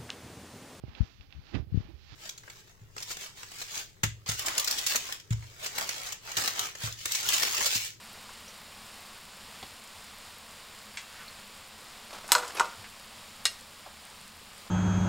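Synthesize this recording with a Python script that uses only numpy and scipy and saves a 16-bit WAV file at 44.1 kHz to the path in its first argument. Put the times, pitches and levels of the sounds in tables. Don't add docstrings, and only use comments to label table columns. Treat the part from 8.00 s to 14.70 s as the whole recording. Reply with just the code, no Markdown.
import sys
import numpy as np
from scipy import signal
from scipy.fft import rfft, irfft, next_fast_len
from scipy.io import wavfile
from scipy.ndimage import uniform_filter1d

SR = 44100
rng = np.random.default_rng(int(sys.argv[2]) if len(sys.argv) > 2 else 0)


def unload_wav(signal):
    wavfile.write(
        sys.argv[1],
        SR,
        np.round(np.clip(np.atleast_2d(signal).T, -1, 1) * 32767).astype(np.int16),
    )


N = 295470
TIME_S = np.arange(N) / SR
RING_S = TIME_S[:SR // 2]

# frequency in Hz, gain in dB.
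SEETHE_SPECTRUM = [(200, -0.5), (340, -7), (480, -1.5), (620, -1), (1100, 4), (1600, -1), (2900, 0.5),
                   (5000, -0.5), (6300, -9.5), (7100, -2.5), (7700, -6), (8700, -5), (11000, -12),
                   (15500, -15.5)]
# start in seconds, relative level in dB.
FOAM_TICKS = [(5.611, -36), (6.053, -35), (6.1015, -40), (6.2133, -36), (6.2796, -36), (6.5804, -36)]
# frequency in Hz, gain in dB.
RUMBLE_SPECTRUM = [(10, -16), (20, 1.5), (40, -10.5), (120, -13), (250, -12.5), (500, -30), (1500, -62)]
# centre in Hz, width in Hz, level in dB.
HUM_BANDS = [(81.2, 12.5, -69.5), (211.2, 30, -66), (442.4, 11, -84)]
# start in seconds, level in dB, centre in Hz, half-width in octaves.
TAPS_AND_SQUEAKS = [(.292, -47.5, 1000, .6), (.480, -49, 5900, .08), (3.280, -45.5, 4120, .1),
                    (4.278, -46, 8000, .47), (4.478, -41.5, 5800, .7), (4.548, -46, 10500, .15),
                    (4.573, -39, 2370, 0.12), (4.775, -46, 87, 0.27), (4.842, -45, 1800, 0.72),
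                    (5.861, -44, 840, 0.55), (6.665, -48.5, 890, 0.76)]
# frequency in Hz, relative energy in dB, T60 in seconds.
POT_RING = [(745, -1, .05), (3350, -7, .03), (4550, -9, .06)]
CUTLERY_RING = [(2260, 0, 0.076), (2700, 2, 0.31), (3300, -3, 0.12), (4550, -4, 0.12), (7600, -7, .07)]
UTENSIL_RING = [(1630, -9, 0.13), (1900, -9, .08), (2036, -9, 0.12), (2470, -7, 0.11), (2790, -8, 0.091),
                (3200, -14, 0.13), (3830, 0, 0.073), (3900, -4, .08), (4110, -2, 0.08), (4380, -3, 0.1),
                (5080, -1, 0.077), (5140, 2, 0.064), (5605, -2, 0.057), (6212, -11, 0.092),
                (6660, -7, 0.11), (7260, -14, .08), (7780, -8, 0.083), (8440, -3, 0.057),
                (9720, -10, 0.052), (10070, -7, 0.054)]
DISH_RING = [(495, -11, 0.16), (618, -13.5, 0.12), (753.3, -12.5, 0.22), (822, -19, 0.22),
             (959, 1.5, 0.059), (1015, -7.5, 0.059), (1195, -6.5, 0.16), (1324, -9, 0.046),
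             (1360, -3, 0.036), (1430, -2, 0.044), (1470, -1.5, 0.028), (2032, -5, 0.057),
             (2480, -8, 0.037), (2940, -10, 0.041), (4105, -6, 0.036), (4180, -4, 0.02), (5160, -3, 0.033),
             (6540, -3, 0.06), (7280, -4, 0.06), (7830, 3, 0.063), (8320, -2, 0.067), (9200, -7, .05),
             (10000, -1, 0.045), (13150, -5.5, 0.052)]
# frequency in Hz, gain in dB.
POT_CONTACT = [(40, -8), (170, 0), (400, -5.5), (800, -4), (1200, -12), (4200, -10), (7000, -33)]
CUTLERY_CONTACT = [(100, -23), (650, -17), (1000, -9), (2200, 3), (4000, -3.5), (8300, -7), (10500, -30),
                   (16000, -30)]
UTENSIL_CONTACT = [(60, -45), (200, -19), (550, -16), (1000, -5), (2000, -1.5), (5400, 1), (6500, -4),
                   (8500, -3.5), (10500, -10), (12500, -19), (16000, -26)]
DISH_CONTACT = [(60, -39), (200, -23), (300, -13), (480, -3), (700, -9), (1000, 4), (1500, 5.5),
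                (1850, 0.5), (3200, 2.5), (6000, 2), (9800, 2), (11000, -11.5), (13500, 2), (16000, -20)]
# start in seconds, length in seconds, level in dB.
DISH_PUSHES = [(3.776, .28, -57), (4.1, .04, -42.3), (4.282, .148, -38.7), (4.534, .038, -37.3)]
# frequency in Hz, gain in dB.
SLIDE_SPECTRUM = [(150, -29), (330, -5.5), (520, -1), (750, 0.5), (1300, -0.5), (1900, -8.5), (2600, -8),
                  (5000, -10.5), (9000, -18), (15000, -29)]
# start in seconds, level in dB, contact softness from 0 to 1.
DISH_KNOCKS = [(4.2905, -39.5, .25), (4.3190, -14.0, .02), (4.3252, -25.3, .22), (4.3507, -16.6, .46),
               (4.382, -32, 0.3), (4.432, -35, 0.6), (4.5968, -20.6, .34), (4.6059, -17.8, 1.0)]
# frequency in Hz, gain in dB.
SOFT_CONTACT_LOSS = [(1000, 0), (1450, -1), (2300, -18), (4000, -23), (7000, -26), (12000, -62)]
# frequency in Hz, gain in dB.
HISS_SPECTRUM = [(60, -40), (200, -10), (500, 0.5), (2000, -22), (4500, -9), (8000, 4), (15000, 5)]


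def undb(db):
    return 10 ** (np.asarray(db) / 20)


def unit(x):
    return x / np.sqrt(np.mean(x ** 2))


def hit_level(x, db):
    return x * undb(db) / np.sqrt(np.sum(x ** 2) / (SR / 100))


def fade(t_s, t60_s):
    return np.exp(-np.log(1000) * t_s / t60_s)


def add(out, start_s, x):
    i = int(np.clip(start_s * SR, 0, N - 1))
    out[i:i + len(x)] += x[:N - i]


def colour(x, spectrum):
    size = next_fast_len(len(x) // 2 + 4096) * 2
    hz, db = np.transpose(spectrum)
    log_hz = np.log(np.arange(size // 2 + 1) * SR / size + 1)
    gain = undb(np.interp(log_hz, np.log(hz), db))
    cepstrum = irfft(np.log(gain))
    cepstrum[1:size // 2] *= 2
    cepstrum[size // 2 + 1:] = 0
    return irfft(rfft(x, size) * np.exp(rfft(cepstrum)))[:len(x)]


def band(x, low_hz, high_hz):
    edges_hz = [min(low_hz, .4 * SR), min(high_hz, .45 * SR)]
    return signal.sosfilt(signal.butter(2, edges_hz, "band", fs=SR, output="sos"), x)


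def wander(rate_hz):
    hold = int(SR / rate_hz)
    steps = np.repeat(rng.standard_normal(N // hold + 1), hold)
    return unit(uniform_filter1d(steps, hold)[:N])


def bubble(hz, cycles, glide):
    t_s = TIME_S[:int(cycles / hz * SR) + 2]
    phase = 2 * np.pi * hz * t_s * (1 + glide * t_s / t_s[-1] / 2)
    return np.sin(phase) * fade(t_s, cycles / hz)


def bubbles(per_s, low_hz, high_hz, cycles, spread_db, glide):
    out = np.zeros(N)
    for when, pitch, rank, length in rng.random((int(per_s * N / SR), 4)):
        hz = low_hz * (high_hz / low_hz) ** pitch
        strength = undb(-spread_db * np.log(.01 + rank))
        add(out, when * N / SR, strength * bubble(hz, cycles * (.5 + length), glide))
    return unit(out)


def soup(boil_db=-48.85, slacken_at_s=5.23, slacken_over_s=0.58, slacken_db=-1.9, tick_boost_db=5):
    seethe = unit(colour(rng.standard_normal(N), SEETHE_SPECTRUM)) * undb(0.56 * wander(9.9))
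    fizz = bubbles(per_s=900, low_hz=1500, high_hz=5170, cycles=8.4, spread_db=2.0, glide=.05)
    plops = bubbles(per_s=110, low_hz=457, high_hz=1560, cycles=19, spread_db=2.0, glide=0.12)
    foam = bubbles(per_s=64, low_hz=7100, high_hz=13000, cycles=7.6, spread_db=1.5, glide=0)
    boil = undb(-0.27) * seethe + undb(-10.5) * fizz + undb(-16) * plops + undb(-14) * foam
    slack = np.clip((TIME_S - slacken_at_s) / slacken_over_s, 0, 1)
    out = undb(boil_db + slacken_db * slack) * boil
    for start_s, db in FOAM_TICKS:
        add(out, start_s, undb(db + tick_boost_db) * bubble(hz=8900, cycles=14, glide=0))
    return out


def stove(rumble_db=-66, drift_db=2):
    rumble = unit(colour(rng.standard_normal(N), RUMBLE_SPECTRUM))
    rumble *= undb(rumble_db + drift_db * wander(3.95))
    hum = sum(undb(db) * unit(band(rng.standard_normal(N), hz - width_hz / 2, hz + width_hz / 2))
              for hz, width_hz, db in HUM_BANDS)
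    return rumble + hum


def taps_and_squeaks(t60_at_1khz_s=0.08, damping_power=.2):
    out = np.zeros(N)
    for start_s, db, hz, octaves in TAPS_AND_SQUEAKS:
        t60_s = t60_at_1khz_s / (hz / 1000) ** damping_power
        burst = rng.standard_normal(len(RING_S)) * fade(RING_S, t60_s)
        pitched = band(burst, hz / 2 ** octaves, hz * 2 ** octaves)
        add(out, start_s, hit_level(pitched, db))
    return out


def strike(modes, contact, crack_db, crack_t60_s):
    ring = np.zeros(len(RING_S))
    for hz, db, t60_s in modes:
        amplitude = undb(db) / np.sqrt(t60_s) * rng.choice([-1, 1])
        ring += amplitude * np.cos(2 * np.pi * hz * RING_S) * fade(RING_S, t60_s)
    ring = band(ring, 330, 18000)
    burst = rng.standard_normal(len(RING_S)) * fade(RING_S, crack_t60_s)
    return hit_level(ring, 0) + hit_level(colour(burst, contact), crack_db)


def pot(start_s=1.6283, level_db=-39):
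    out = np.zeros(N)
    bump = strike(POT_RING, POT_CONTACT, crack_db=0.5, crack_t60_s=0.064)
    add(out, start_s, hit_level(bump, level_db))
    return out


def cutlery(tap_s=2.9718, tap_db=-33, clink_s=5.4537, clink_db=-19):
    out = np.zeros(N)
    tap = strike(CUTLERY_RING, CUTLERY_CONTACT, crack_db=2.5, crack_t60_s=0.14)
    clink = strike(UTENSIL_RING, UTENSIL_CONTACT, crack_db=0.5, crack_t60_s=0.034)
    add(out, tap_s, hit_level(tap, tap_db))
    add(out, clink_s, hit_level(clink, clink_db))
    return out


def rustle(peak_s=3.22, peak_db=-48, rise_db_per_s=130, fall_db_per_s=230):
    t_s = TIME_S - peak_s
    swell = undb(peak_db + np.minimum(rise_db_per_s * t_s, -fall_db_per_s * t_s))
    friction = band(rng.standard_normal(N), 1060, 2360) * undb(2 * wander(60))
    return swell * unit(friction)


def push(start_s, length_s, attack_s=0.028, coast_t60_s=0.58):
    t_s = TIME_S - start_s
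    return np.clip(t_s / attack_s, 0, 1) * fade(np.maximum(t_s - length_s, 0), coast_t60_s)


def dish_slide(grip_spread_db=3.8):
    grip = rng.standard_normal(N) * undb(grip_spread_db * wander(200))
    speed = np.max([undb(db) * push(start_s, length_s) for start_s, length_s, db in DISH_PUSHES], axis=0)
    return speed * unit(colour(grip, SLIDE_SPECTRUM))


def dish_clatter():
    out = np.zeros(N)
    for start_s, db, softness in DISH_KNOCKS:
        knock = strike(DISH_RING, DISH_CONTACT, crack_db=0, crack_t60_s=0.027)
        softening = [(hz, softness * gain_db) for hz, gain_db in SOFT_CONTACT_LOSS]
        add(out, start_s, hit_level(colour(knock, softening), db))
    return out


def kitchen(x, early_s=.009, early_db=-9.5, late_s=0.016, late_db=-16):
    noise = rng.standard_normal((3, len(RING_S)))
    early = band(noise[0], 167, 19600) * fade(RING_S, t60_s=0.083) * (RING_S > early_s)
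    body = band(noise[1], 120, 2800) * fade(RING_S, t60_s=0.43)
    treble = band(noise[2], 2600, 18500) * fade(RING_S, t60_s=0.38)
    late = (body + treble) * (RING_S > late_s)
    echoes = (undb(early_db) * unit(early) + undb(late_db) * unit(late)) / np.sqrt(len(RING_S))
    return x + signal.fftconvolve(x, echoes)[:N]


def scene():
    boiling = soup() + stove()
    handling = dish_slide() + dish_clatter() + cutlery() + taps_and_squeaks() + pot() + rustle()
    mono = boiling + kitchen(handling)
    return np.array([mono, mono])


def record(dry, hiss_db=-62.5, cutoff_hz=15750):
    hiss = np.array([unit(colour(rng.standard_normal(N), HISS_SPECTRUM)) for _ in dry])
    lowpass = signal.ellip(10, .2, 80, cutoff_hz, fs=SR, output="sos")
    return signal.sosfilt(lowpass, dry + undb(hiss_db) * hiss)


dry = scene()
out = record(dry)
unload_wav(out)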